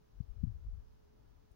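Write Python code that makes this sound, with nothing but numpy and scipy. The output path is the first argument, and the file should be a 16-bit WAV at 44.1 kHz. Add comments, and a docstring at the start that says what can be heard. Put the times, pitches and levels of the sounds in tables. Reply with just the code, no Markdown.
"""A quiet night outdoors under a street lamp.
From the start: far town murmur, distant machinery hum, hiss and a thin whine from the electronics.
From 0.2 to 0.8 s a puff of wind rumbles on the microphone, mostly on the left port; eddies strike
it with two dull thumps, near 0.21 and 0.44 s. The whine then rises slowly, the wind dies away,
and faint chirps, far bumps and ticks show above the background."""
import sys
import numpy as np
from scipy import signal
from scipy.fft import rfft, irfft
from scipy.io import wavfile
from scipy.ndimage import uniform_filter1d

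SR = 44100
rng = np.random.default_rng(int(sys.argv[2]) if len(sys.argv) > 2 else 0)


def transcribe(signal):
    """Save signal, clipped to [-1, 1], as a 16-bit WAV file at the path in sys.argv[1]."""
    frames = np.atleast_2d(signal).T
    limited = np.clip(frames, -1, 1)
    pcm = np.round(limited * 32767).astype(np.int16)
    wavfile.write(sys.argv[1], SR, pcm)


N = 68355
BIN_HZ = np.arange(N // 2 + 1) * SR / N


def from_db(db):
    """Decibels to gain."""
    return 10 ** (np.asarray(db) / 20)


def unit_rms(x):
    """Scale to rms 1."""
    return x / np.sqrt(np.mean(x ** 2) + 1e-30)


def per_sample(rows):
    """Time table, interpolated at every sample."""
    return np.interp(np.arange(N) / SR, *np.transpose(rows))


def per_bin(rows):
    """Frequency table, interpolated at every bin on a log axis."""
    hz, value = np.transpose(rows)
    return np.interp(np.log(BIN_HZ + 1e-9), np.log(hz), value)


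def resonance(hz, half_width_hz):
    """Gain per bin of a peak with broad, slowly falling skirts."""
    return 1 / (1 + ((BIN_HZ - hz) / half_width_hz) ** 2)


def bell(centre_s, sigma_s):
    """Gaussian pulse, height 1."""
    return np.exp(-.5 * ((np.arange(N) / SR - centre_s) / sigma_s) ** 2)


def noise(gain):
    """Noise shaped by a gain per bin; rms 1."""
    return unit_rms(irfft(rfft(rng.standard_normal(N)) * gain, N))


def stereo_noise(gain, correlation=0):
    """Shaped noise with a given L/R correlation; rms 1."""
    mid, side = rfft(rng.standard_normal((2, N)))
    correlation = np.clip(correlation, -.98, .98)
    mid, side = mid * np.sqrt(1 + correlation), side * np.sqrt(1 - correlation)
    return unit_rms(irfft(np.array([mid + side, mid - side]) * gain, N))


def drift(rate_hz):
    """Slow random wander; rms 1."""
    return noise(resonance(0, rate_hz))


def levelled(x, span_s):
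    """Noise with its slow level swings removed; rms 1."""
    power = uniform_filter1d(np.abs(signal.hilbert(x)) ** 2, max(int(span_s * SR), 1), mode="wrap")
    return unit_rms(x / np.sqrt(power + 1e-9))


# Hiss spectrum: f/Hz, relative density/dB
HISS_SPECTRUM = [(200, -2), (2500, -1.5), (4000, -1.5), (6000, -1.5), (7000, -7.5), (8000, -14),
                 (9200, -13), (10600, -8.5), (12000, -14), (13800, -13.5), (14900, -1), (16000, -3)]
# Whine glide: t/s, f/Hz
WHINE_GLIDE = [(0, 10430), (.45, 10430), (.95, 10690), (1.55, 10900)]
def electronics(hiss_db=-80.5, whine_left_db=-109, whine_right_db=-102, waver_hz=16):
    """Independent hiss per channel and a thin, rising whine."""
    hiss = from_db(HISS_DB := hiss_db) * stereo_noise(from_db(per_bin(HISS_SPECTRUM)))
    pitch_hz = per_sample(WHINE_GLIDE) + waver_hz * drift(rate_hz=15)
    whine = np.sin(2 * np.pi * np.cumsum(pitch_hz) / SR)
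    return hiss + from_db([[whine_left_db], [whine_right_db]]) * whine


# Murmur spectrum: f/Hz, relative density/dB
MURMUR_SPECTRUM = [(20, -6), (60, -2), (120, -1), (230, -6.5), (330, -8.5), (480, -7.5), (700, -16.5),
                   (1000, -16), (1500, -22.5), (2200, -31.5), (4000, -40.5), (9000, -61)]
# Murmur stereo image: f/Hz, L/R correlation
MURMUR_CORRELATION = [(60, .6), (170, 0.4), (260, .3), (350, -0.49), (500, -0.97), (720, 0.082),
                      (1080, -0.31), (1400, 0.12), (3000, 0.22)]
# Murmur swell: t/s, gain/dB
MURMUR_SWELL = [(0, -1), (.5, -0.5), (1.0, -1), (1.16, -0.5), (1.3, 0), (1.55, -1.5)]
def town_murmur(level_db=-69, pan_db=-0.16):
    """Dull, diffuse noise of the far-off town."""
    murmur = stereo_noise(from_db(per_bin(MURMUR_SPECTRUM)), per_bin(MURMUR_CORRELATION))
    return from_db([[pan_db], [-pan_db]]) * from_db(level_db + per_sample(MURMUR_SWELL)) * murmur


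# Main hum swell: t/s, gain/dB
MAIN_HUM_SWELL = [(0, 3.5), (.2, -2.5), (.32, 4), (.5, -1), (.75, 0), (.95, 1), (1.12, 5.5), (1.3, -3),
                  (1.55, -1)]
# Weaker machinery tones: f/Hz, level/dB, half width/Hz, L/R correlation
WEAK_TONES = [(429.5, -87, 21, -.5), (584, -94.5, 10, -0.34), (868, -99, 13, -0.17),
              (1692, -102, 3.7, 0.14), (2980, -104, 3, 0.31)]
def machinery(hum_hz=426, hum_db=-79.5, wander_hz=3, flicker_db=2, right_lag_rad=2.44):
    """One clear hum, wavering on its long path through the air, plus weaker blurred tones."""
    phase = 2 * np.pi * np.cumsum(hum_hz + wander_hz * drift(rate_hz=7)) / SR
    hum = np.sqrt(2) * np.array([from_db(flicker_db * drift(rate_hz=10)) * np.sin(phase - lag)
                                 for lag in (0, right_lag_rad)])
    tones = sum(from_db(db) * levelled(stereo_noise(resonance(hz, half_hz), correlation), span_s=.08)
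                for hz, db, half_hz, correlation in WEAK_TONES)
    return from_db(hum_db + per_sample(MAIN_HUM_SWELL)) * hum + tones


# Noise bursts: t/s, length/s, f/Hz, bandwidth/Hz, left level/dB, right level/dB
BURSTS = [(0.138, 0.035, 235, 120, -72.5, -78.5), (0.232, 0.0073, 4680, 300, -86, -85.5),
          (.526, .006, 11200, 600, -104, -86), (0.88, .05, 5080, 92, -88, -104),
          (.94, 0.034, 5030, 90, -90, -104), (1.142, 0.011, 230, 69.8, -66, -66.5),
          (1.218, .08, 223, 121, -73.5, -77), (1.197, 0.047, 730, 403, -79.5, -80.5),
          (1.526, .007, 10250, 500, -85, -100), (1.518, .007, 8000, 11000, -78.5, -90)]
def ticks():
    """Faint ticks, chirps and far bumps: brief bursts of band noise."""
    bursts = np.zeros((2, N))
    for at_s, length_s, hz, width_hz, left_db, right_db in BURSTS:
        band = levelled(stereo_noise(resonance(hz, width_hz / 2)), span_s=0.0076)
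        bursts += from_db([[left_db], [right_db]]) * bell(at_s, length_s / 2) * band
    return bursts


# Wind pressure, left port: t/s, level/dB
LEFT_PRESSURE = [(0, -75), (.09, -71.5), (.18, -48), (.228, -42.5), (.25, -55.5), (.275, -58), (.298, -39),
                 (.32, -40.5), (.342, -59.5), (.375, -39.5), (.39, -43.5), (.41, -40), (.49, -36.5),
                 (.53, -44.5), (.568, -41), (.59, -54.5), (.625, -48), (.67, -40.5), (.71, -43.5),
                 (.736, -35.5), (.758, -47.5), (.782, -39.5), (.83, -57), (.88, -69), (.94, -59.5),
                 (1.0, -67.5), (1.37, -58.5), (1.47, -67.5), (1.55, -85)]
# Wind pressure, right port: t/s, level/dB
RIGHT_PRESSURE = [(0, -71), (.13, -73), (.18, -56), (.23, -83), (.41, -67), (.465, -61.5), (.59, -53.5),
                  (.64, -64.5), (0.688, -36.5), (0.739, -62.5), (0.881, -54), (.96, -64.5), (1.2, -72.5),
                  (1.55, -72.5)]
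# Rumble spectrum: f/Hz, relative density/dB
RUMBLE_SPECTRUM = [(12, -18), (30, -2.5), (52, 1.5), (75, -3), (110, -15), (160, -36.5), (260, -51.5),
                   (500, -75.5), (1500, -110)]
# Flutter spectrum: f/Hz, relative density/dB
FLUTTER_SPECTRUM = [(40, -22), (75, -7), (105, 5), (140, -7), (200, -25), (300, -31), (500, -52.5),
                    (1500, -100)]
# Flutter envelope: t/s, level/dB re rumble
FLUTTER_LEVEL = [(0, -20.5), (.14, -12), (.3, -29.5), (.345, -24), (.375, -11), (.41, -22), (.475, -9),
                 (.52, -14.5), (.6, -9.5), (.665, -9.5), (.72, -24), (.8, -22.5), (.95, -6), (1.55, -14.5)]
def wind():
    """Each port's own turbulence follows the pressure on it: deep rumble, flutter above."""
    flutter_gain = from_db(per_sample(FLUTTER_LEVEL))
    ports = []
    for pressure in (LEFT_PRESSURE, RIGHT_PRESSURE):
        rumble = levelled(noise(from_db(per_bin(RUMBLE_SPECTRUM))), span_s=0.033)
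        flutter = levelled(noise(from_db(per_bin(FLUTTER_SPECTRUM))), span_s=0.074)
        ports.append(from_db(per_sample(pressure)) * (rumble + flutter_gain * flutter))
    return np.array(ports)


# Eddies on the left port: t/s, pulse gain/dB, sigma/s
EDDIES = [(.2066, -20, 0.0015), (0.4348, -23.5, .0013), (0.4395, -13, 0.0013), (0.4529, -26, 0.0014),
          (.469, -27, 0.0014), (0.477, -26.5, 0.0016), (0.495, -27.5, 0.0026), (1.515, -41.5, 0.0027)]
def eddy_thumps(suction_ratio=0.34, width_ratio=2.4, bass_cut_hz=35, right_db=-42):
    """An eddy is a pressure pulse in a wider suction trough; the port's bass cut makes it swing back."""
    pressure = np.zeros(N)
    for at_s, db, sigma_s in EDDIES:
        suction = suction_ratio * bell(at_s, width_ratio * sigma_s)
        pressure += from_db(db) * (bell(at_s, sigma_s) - suction)
    bass_cut = signal.butter(2, bass_cut_hz, "high", fs=SR, output="sos")
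    thumps = signal.sosfilt(bass_cut, pressure + 1e-18)
    return np.array([thumps, from_db(right_db) * thumps])


def scene():
    """Wind on the ports over the night background."""
    return wind() + eddy_thumps() + town_murmur() + machinery() + electronics() + ticks()


def record(dry):
    """Steep elliptic low-pass."""
    cutoff_hz = 15800
    return signal.sosfilt(signal.ellip(12, .1, 80, cutoff_hz, fs=SR, output="sos"), dry)


dry = scene()
out = record(dry)
transcribe(out)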